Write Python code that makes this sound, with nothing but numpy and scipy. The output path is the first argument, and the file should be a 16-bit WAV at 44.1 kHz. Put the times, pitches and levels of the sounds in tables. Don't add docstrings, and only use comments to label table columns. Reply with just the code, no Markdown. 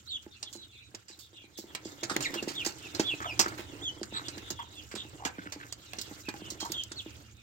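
import sys
import numpy as np
from scipy import signal
from scipy.fft import rfft, irfft, next_fast_len
from scipy.io import wavfile
from scipy.ndimage import uniform_filter1d, map_coordinates

SR = 44100
rng = np.random.default_rng(int(sys.argv[2]) if len(sys.argv) > 2 else 0)


def generate_wav(signal):
    frames = np.transpose(np.atleast_2d(signal))
    scaled = np.clip(frames, -1, 1) * 32767
    pcm = np.round(scaled).astype(np.int16)
    wavfile.write(sys.argv[1], SR, pcm)


N = 327222

# f/Hz, width/Hz, level/dB
BOWL_MODES = [(223.5, 49, -11), (362, 64, -0.5), (626, 720, -13.5), (857, 23.5, 17.5), (900, 870, -1),
              (1483, 300, 9.5), (1880, 1320, 3), (2780, 210, -2), (4370, 760, 4), (4430, 50, 8),
              (4900, 630, 2.5), (7020, 950, 7), (8230, 890, 2.5), (13100, 33000, -2)]
BELLY, WALL, UPPER_WALL, RIM, TICK = slice(0, 3), slice(3, 7), slice(4, 7), slice(7, 13), slice(13, 14)


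def amp(db):
    return 10 ** (np.asarray(db) / 20)


def unit(x):
    return x / np.sqrt(np.mean(x ** 2) + 1e-20)


def along(points, hz):
    f, v = np.transpose(points)
    return np.interp(np.log(hz + 1), np.log(f + 1), v)


def curves(rows):
    s, *cols = np.transpose(rows)
    return [np.interp(np.arange(N) / SR, s, c) for c in cols]


def wobble(rate_hz):
    knots = rng.standard_normal(int(N * rate_hz / SR) + 4)
    return map_coordinates(knots, [np.arange(N) * rate_hz / SR])


def jitter(n, span):
    return unit(uniform_filter1d(rng.standard_normal(n), span))


def filtered(x, response):
    m = next_fast_len(N + SR // 2)
    return irfft(rfft(x, m) * response(np.fft.rfftfreq(m, 1 / SR)), m)[..., :N]


def ringing(modes, hz):
    return sum((-1) ** k * amp(db) * 1j * hz * width / (f * f - hz * hz + 1j * hz * width)
               for k, (f, width, db) in enumerate(modes))


def struck_modes():
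    shifts = rng.standard_normal((len(BOWL_MODES), 2))
    return [(f * (1 + .03 * a), width, db + 2.5 * b)
            for (f, width, db), (a, b) in zip(BOWL_MODES, shifts)]


def add(track, start_s, sound):
    part = track[..., max(round(start_s * SR), 0):][..., :sound.shape[-1]]
    part += sound[..., :part.shape[-1]]


def patchy_noise(spectrum, coherence, patch_db, frames):
    z = signal.stft(rng.standard_normal((2, N)), nperseg=256)[2]
    patches = uniform_filter1d(rng.standard_normal(z.shape[1:]), 14, axis=0)
    patches = unit(uniform_filter1d(patches, frames, axis=1))
    mid, side = signal.istft(z * amp(patch_db * patches), nperseg=256)[1][:, :N]
    angle = np.arccos(coherence) / 2
    pair = np.cos(angle) * mid + np.sin(angle) * side * [[1], [-1]]
    return unit(filtered(pair, lambda hz: amp(along(spectrum, hz))))


def hum():
    # f/Hz, relative level/dB
    lines = [(82, -5), (111, -1.5)]
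    # f/Hz, relative density/dB
    spectrum = [(22, -41), (58, -0.5), (81, 6.5), (114, 3), (152, -17), (190, -5.5), (250, -9), (420, -120)]
    tones = 0
    for hz, db in lines:
        gain = amp(db + 2.65 * wobble(9.8))
        pitch_hz = hz * (1 + 0.0412 * wobble(9.5))
        tones += gain * np.sin(2 * np.pi * np.cumsum(pitch_hz) / SR)
    return tones + patchy_noise(spectrum, coherence=0.84, patch_db=-0.5, frames=20)


def whistle(t, pitch_hz, level_db, rough, overtone_db):
    noise = rng.standard_normal((2, len(t)))
    shake = rough * unit(uniform_filter1d(uniform_filter1d(noise, 50), 50))
    phase = 2 * np.pi * np.cumsum(pitch_hz * (1 + 0.052 * shake[0])) / SR
    overtones = amp(overtone_db) * (np.sin(2 * phase) + amp(-17) * np.sin(3 * phase))
    edge = np.clip(np.minimum(t - t[0], t[-1] - t) / 0.0053, 0, 1)
    return np.sqrt(2) * amp(level_db + 5 * shake[1]) * edge * (np.sin(phase) + overtones)


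def far_peeps(count):
    out = np.zeros(N)
    for when, pitch, fall, length, size in rng.random((count, 5)):
        t = np.arange(0, .04 + .07 * length, 1 / SR)
        arch = 1 - (0.086 + 0.382 * fall) * (t / t[-1] - .2) ** 2
        cheep = whistle(t, (2450 + 1900 * pitch ** 1.2) * arch, 5 * size, rough=.7, overtone_db=-30)
        add(out, when * N / SR, np.hanning(len(t)) * cheep)
    return unit(out)


def rustle():
    # f/Hz, relative density/dB
    spectrum = [(710, -41), (1350, -2.5), (2030, -13), (2850, -5.5), (5450, -9.5), (7010, -6), (10200, -18),
                (15100, -19), (16000, -22)]
    return amp(wobble(45)) * patchy_noise(spectrum, coherence=0.043, patch_db=3.5, frames=5)


def shuffle():
    # f/Hz, relative density/dB
    spectrum = [(76, -18.5), (130, -2.5), (173, -11.5), (229, -18), (294, 0.5), (425, -9.5), (650, -15),
                (2200, -18), (2860, -78)]
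    return patchy_noise(spectrum, coherence=0.79, patch_db=3, frames=5)


def patter(count):
    out = np.zeros(N)
    t = np.arange(SR // 40) / SR
    for when, size, length in rng.random((count, 3)):
        level_db = -5 * np.log(size + 0.05) - 60 * t / (0.004 + 0.02 * length)
        add(out, when * N / SR, amp(level_db) * rng.standard_normal(len(t)))
    return unit(filtered(out, lambda hz: ringing(BOWL_MODES[RIM.start:], hz)))


def scrapes():
    # t/s, length/s, f/Hz, level/dB
    drags = [(3.204, 0.1, 1315, -43.5), (3.256, 0.14, 683, -50.5), (3.44, 0.11, 1390, -42),
             (4.591, 0.034, 940, -46), (5.198, 0.23, 820, -51.5), (5.383, 0.035, 1490, -51),
             (5.457, 0.045, 1450, -52.5), (5.601, 0.085, 1570, -54), (6.615, 0.14, 930, -47.5),
             (4.143, 0.18, 1350, -50)]
    out = np.zeros(N)
    for start_s, length_s, hz, db in drags:
        t = np.arange(0, length_s + 0.11, 1 / SR)
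        stroke = np.clip(t / 0.0044, 0, 1) * amp(-400 * np.clip(t - 0.36 * length_s, 0, None))
        slips = stroke * rng.standard_normal(len(t)) * amp(6 * jitter(len(t), 200))
        slips[0] += 14
        modes = [(hz, (.05 + .8 * length_s) * hz, 0), (1.5 * hz, .8 * hz, -15)]
        spot = ringing(modes, np.fft.rfftfreq(len(t), 1 / SR))
        add(out, start_s, amp(db) * unit(irfft(rfft(slips) * spot, len(t))))
    return out


def thumps():
    # t/s, boom peak/dB, t60/s, relative clank gain/dB
    knocks = [(0.264, -38, 0.04, -14), (0.553, -41, 0.1, -9), (0.943, -40.5, 0.042, -12),
              (1.1, -50, 0.075, -3), (1.33, -50, .05, -8), (1.44, -48, .04, -9), (1.587, -35.5, 0.059, -24),
              (1.64, -40, 0.043, -18), (1.855, -31.5, 0.036, -24), (2.029, -32.5, 0.13, -7),
              (2.111, -31.5, 0.066, -14), (2.162, -23.5, 0.022, -9), (2.332, -37, 0.08, -16),
              (2.357, -30, 0.13, -17), (2.425, -27, 0.041, -26), (2.475, -24.5, 0.025, -26),
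              (2.664, -27, 0.07, -7.5), (2.996, -16, 0.026, -13), (3.211, -38, 0.045, -7),
              (3.393, -25.5, 0.02, -3), (3.402, -29, 0.059, 2), (3.46, -31.5, 0.08, -13),
              (3.592, -34, 0.074, -18), (4.014, -29, 0.072, -31), (4.124, -36, 0.084, -10),
              (4.283, -36, 0.027, -17), (4.373, -36.5, 0.052, -11), (4.505, -34, 0.053, -7),
              (4.94, -31.5, 0.043, -17), (4.965, -35, 0.014, -29), (5.05, -42, 0.015, -10),
              (5.255, -29, 0.05, -22), (5.384, -33.5, 0.077, -31), (5.461, -38, 0.1, -25),
              (5.56, -39, 0.12, -7.5), (5.984, -36.5, 0.012, -7), (6.111, -40, 0.056, -5),
              (6.284, -28.5, 0.025, -6.5), (6.34, -38.5, 0.041, 2), (6.419, -35.5, 0.041, -35),
              (6.484, -42.5, 0.057, -31), (6.52, -38.5, .05, -29), (6.626, -36, 0.089, -12),
              (6.7, -37, 0.066, -15), (6.914, -38.5, 0.035, -10), (7.061, -35, 0.044, -17)]
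    # t/s, f/Hz
    load = [(0.0, 337.5), (4.95, 340.4), (5.25, 287), (6.0, 304), (7.42, 342)]
    out = np.zeros(N)
    t = np.arange(SR // 4) / SR
    hz = np.fft.rfftfreq(len(t), 1 / SR)
    belly_hz, = curves(load)
    main_hz, main_width_hz, _ = BOWL_MODES[1]
    for start_s, db, t60_s, clank_db in knocks:
        push = 0.014 * amp(-60 * t / 0.12) * rng.standard_normal((2, len(t)))
        push[:, 0] += rng.choice([-1, 1])
        shift = belly_hz[round(start_s * SR)] / main_hz
        damping = np.log(1000) / (np.pi * t60_s * main_width_hz)
        loaded = [(f * shift, width * damping, level) for f, width, level in BOWL_MODES[BELLY]]
        belly = ringing(loaded, hz) / (1 + 1j * hz / 450) ** 2
        wall = ringing(struck_modes()[WALL], hz) / (1 + 1j * hz / 1500) ** 2
        boom, clank = irfft(rfft(push) * [belly, wall], len(t))
        add(out, start_s, amp(db) * (boom / abs(boom).max() + amp(clank_db + 31) * clank))
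    return out


def near_peeps():
    calls = [(.088, 0.092, 4370, 2866, 1.1, -37, 0.27, -19.5),
             (.455, 0.038, 3650, 2680, 0.36, -48.5, 0.66, -32),
             (.555, 0.11, 4140, 3620, 0.72, -52, 0.17, -30),
             (0.759, 0.14, 4080, 3640, 0.72, -62, 0.53, -30), (1.36, 0.035, 3970, 2870, 0.8, -53, 0.4, -30),
             (2.243, 0.036, 3230, 1827, 3, -32.5, 0.55, -8), (2.25, 0.021, 3900, 3710, 0.82, -40, .4, -30),
             (2.375, 0.029, 2876, 2580, 0.64, -35.5, 0.38, -30),
             (2.56, 0.08, 3855, 2305, 1.03, -36, 0.48, -35),
             (2.83, 0.054, 2910, 2440, 1.23, -47.5, 0.43, -16),
             (3.045, 0.069, 3498, 3150, 0.24, -33, 0.2, -40),
             (3.075, 0.075, 4134, 2543, 2.4, -34, 0.34, -44),
             (3.258, 0.084, 3780, 2404, 2.25, -39.5, 0.49, -14.5),
             (3.832, 0.078, 3640, 2860, 0.92, -34.5, 0.04, -13),
             (4.145, 0.047, 3920, 3890, 0.77, -37.5, 0.82, -14),
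             (4.25, 0.029, 3590, 3070, 0.46, -47, 0.2, -11),
             (4.592, 0.036, 3540, 2890, 0.46, -45.5, 0.25, -30),
             (4.765, 0.043, 3540, 2980, 0.6, -47, 0.094, -10),
             (4.965, 0.066, 3590, 3450, 0.76, -43.5, 0.99, -18),
             (6.26, 0.056, 2676, 2400, 2.5, -44.5, 0.3, -50),
             (6.425, 0.071, 3300, 2890, 1.5, -49.5, 0.67, -17),
             (6.605, 0.04, 3270, 3177, 1.03, -44.5, 0.26, -30),
             (6.755, 0.073, 3272, 2863, 0.29, -35.5, 0.36, -21),
             (6.735, .025, 3800, 3350, 1.4, -39, 0.33, -28),
             (6.97, 0.043, 4510, 2500, 0.72, -38.5, 0.22, -27)]
    flick_s, kink_s = 0.017, 0.011
    crest, swell_db, fade_db = 0.71, 8.5, 15.5
    out = np.zeros(N)
    for top_s, slide_s, top_hz, end_hz, bend, db, rough, overtone_db in calls:
        t = np.arange(-flick_s, slide_s, 1 / SR)
        knots = np.arange(-flick_s, slide_s + kink_s, kink_s)
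        kinks = 0.056 * np.interp(t, knots, rng.standard_normal(len(knots)))
        progress = t / slide_s
        slide_hz = end_hz + (top_hz - end_hz) * np.clip(1 - progress - kinks, 0, 1) ** bend
        pitch_hz = slide_hz * np.interp(t, [-flick_s, 0], [.85, 1])
        curvature_db = np.where(progress < crest, swell_db / crest ** 2, fade_db / (1 - crest) ** 2)
        level_db = db - curvature_db * (progress - crest) ** 2
        add(out, top_s - flick_s, whistle(t, pitch_hz, level_db, rough, overtone_db))
    return out


def pecks():
    # t/s, rim drive/dB, wall re rim/dB, tick re rim/dB, t60/s
    strikes = [(0.4278, -33.5, -3, -30, 0.056), (0.5272, -41, -10, -9, 0.14), (0.948, -39.5, 3, -28, 0.044),
               (1.081, -47, 0.5, -21, 0.21), (1.1893, -48, -22, 0, 0.21), (1.5743, -42.5, -27, 5, 0.18),
               (1.75, -36, 8, -24, 0.047), (1.848, -44.5, -16, -14, 0.21), (2.0329, -30, 2, -19, 0.083),
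               (2.096, -34.5, 7, -29, 0.14), (2.165, -31.5, 12.5, -9, 0.023), (2.206, -34.5, 9, -6, 0.066),
               (2.221, -33, -8, -7, 0.16), (2.3397, -38, 14, -4, 0.1), (2.4257, -40, 3, -6, 0.084),
               (2.4785, -37.5, 6, -16, 0.22), (2.647, -32, 2.5, -4, 0.19), (2.662, -28.5, -2.5, -12, 0.081),
               (2.9485, -34.5, 4.5, -11, 0.076), (2.9962, -27.5, 5.5, -23, 0.097),
               (3.3926, -17.5, -3, -5, 0.12), (3.482, -41.5, 4, 4, 0.063), (3.5763, -51.5, 20, 3, 0.23),
               (4.0313, -36.5, 5, -27, 0.037), (4.284, -35, -1, -25, 0.058), (4.379, -48, 10, -6, 0.063),
               (4.503, -33, -3, -5.5, 0.084), (4.913, -47.5, 11.5, -21, 0.13),
               (4.953, -41, 10.5, -30, 0.11), (5.2507, -30.5, 9.5, -29, 0.093), (5.5221, -36, 1, -5, 0.076),
               (5.725, -35, -3.5, -9, 0.04), (5.9338, -47, 15.5, -22, 0.028), (5.9862, -35, -1, -40, 0.07),
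               (6.0136, -33.5, -30, -0.5, 0.059), (6.2877, -38.5, 13, -22, 0.06),
               (6.5027, -34.5, -29, -3.5, 0.08), (6.6016, -35, -9, -7, 0.17),
               (6.6506, -40.5, -6, -4, 0.087), (6.7196, -31, -10, -1, 0.048),
               (6.8368, -35.5, -32, -8, 0.026), (6.918, -36.5, -3, -33, 0.047)]
    out = np.zeros((2, N))
    t = np.arange(SR // 5) / SR
    hz = np.fft.rfftfreq(len(t), 1 / SR)
    settle = amp(-32 - 60 * t / .2)
    rim_rolloff = (1 - (hz / 8800) ** 2 + 1j * hz / 8800) ** 2
    for start_s, db, wall_db, tick_db, t60_s in strikes:
        rattle = amp(3 * np.clip(t / .03, 0, 1) * jitter(len(t), 90))
        crack = 0.096 / t60_s * amp(-60 * t / 0.0038)
        rise = 1 - np.exp(-t / (0.00034 + 0.068 * t60_s ** 2))
        envelope = rise * (crack + amp(-60 * t / t60_s) + settle)
        drive = envelope * unit(rattle * rng.standard_normal((3, len(t))))
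        drive *= amp(db + np.array([[0], [wall_db], [tick_db]]))
        modes = struck_modes()
        rim, wall, tick = [ringing(modes[part], hz) for part in (RIM, UPPER_WALL, TICK)]
        rim /= rim_rolloff
        rim = unit(abs(rim)) * np.exp(1j * np.angle(rim))
        place = rng.normal()
        scatter = 0.94 * rng.standard_normal(drive.shape) * abs(drive)
        regions = rfft([drive, drive + scatter]) * [rim, wall, tick]
        left, right = irfft(regions.sum(axis=1), len(t))
        add(out[0], start_s - .0006, amp(.5 * place) * left)
        add(out[1], start_s - .0006 + .00012 * place, amp(-.5 * place) * right)
    return out


def coop(x):
    # f/Hz, t60/s
    decay = [(200, 0.41), (2000, 0.19), (7000, 0.067), (14000, 0.0028)]
    hz, t, z = signal.stft(rng.standard_normal((2, SR // 2)), SR, nperseg=256)
    tail = signal.istft(z * amp(-60 * t / along(decay, hz)[:, None]), SR, nperseg=256)[1]
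    delayed = np.pad(x, (200, 0))[None]
    return signal.fftconvolve(delayed, tail / np.linalg.norm(tail[0]), axes=1)[:, :N]


def ports(pair):
    # f/Hz, left re right/dB
    tilt = [(60, -4), (180, -3.7), (550, -3.5), (1650, -1.5), (4970, -6), (9000, -1.5), (15000, -1)]
    # f/Hz, lead/s
    lead = [(300, 0.000041), (800, 0.00017), (1500, 0.00038), (9000, 0.00039)]
    half = np.array([[.5], [-.5]])
    return filtered(pair, lambda hz: amp(half * along(tilt, hz))
                    * np.exp(2j * np.pi * hz * half * along(lead, hz)))


def scene():
    # t/s, rustle/dB, shuffle/dB
    stir = [(0.0, -62.5, -68), (1.55, -64.5, -63.5), (2.29, -51, -44.5), (2.75, -51.5, -50),
            (3.39, -52.5, -48.5), (3.76, -58.5, -55), (5.13, -58, -57), (5.46, -59, -52),
            (5.7, -59.5, -60.5), (6.22, -51.5, -56), (6.55, -57.5, -53.5), (6.74, -55, -55),
            (7.42, -63.5, -67)]
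    # t/s, hum/dB, far peeps/dB
    yard = [(0.0, -61.5, -56), (1.51, -68, -61.5), (2.37, -63.5, -56.5), (3.3, -55, -59.5),
            (4.2, -56.5, -57.5), (5.7, -61, -61), (7.0, -57.5, -60), (7.42, -58, -67)]
    rustle_db, shuffle_db = curves(stir)
    hum_db, far_db = curves(yard)
    bustle = wobble(11)
    beaks, knocks, calls = pecks(), thumps() + scrapes(), near_peeps()
    far = amp(far_db) * far_peeps(count=190)
    near = beaks + knocks + calls
    near += amp(rustle_db + 2 * bustle) * rustle()
    near += amp(rustle_db - 10) * patter(count=500)
    near += amp(shuffle_db + 3 * bustle) * shuffle()
    near += amp(hum_db) * hum()
    wet = amp(-9) * coop(beaks.mean(axis=0) + amp(-11) * knocks)
    wet += coop(amp(-9.5) * calls + amp(-3) * far)
    return ports(near) + wet


def record(dry):
    def response(hz):
        dip_db = 8 * np.exp(-((hz - 10200) / 1100) ** 2)
        top_loss_db = 20 * (hz > 15950) + 0.038 * np.clip(hz - 16200, 0, None)
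        return amp(-dip_db - top_loss_db) * (hz < 16800)
    return filtered(dry, response)


dry = scene()
out = record(dry)
generate_wav(out)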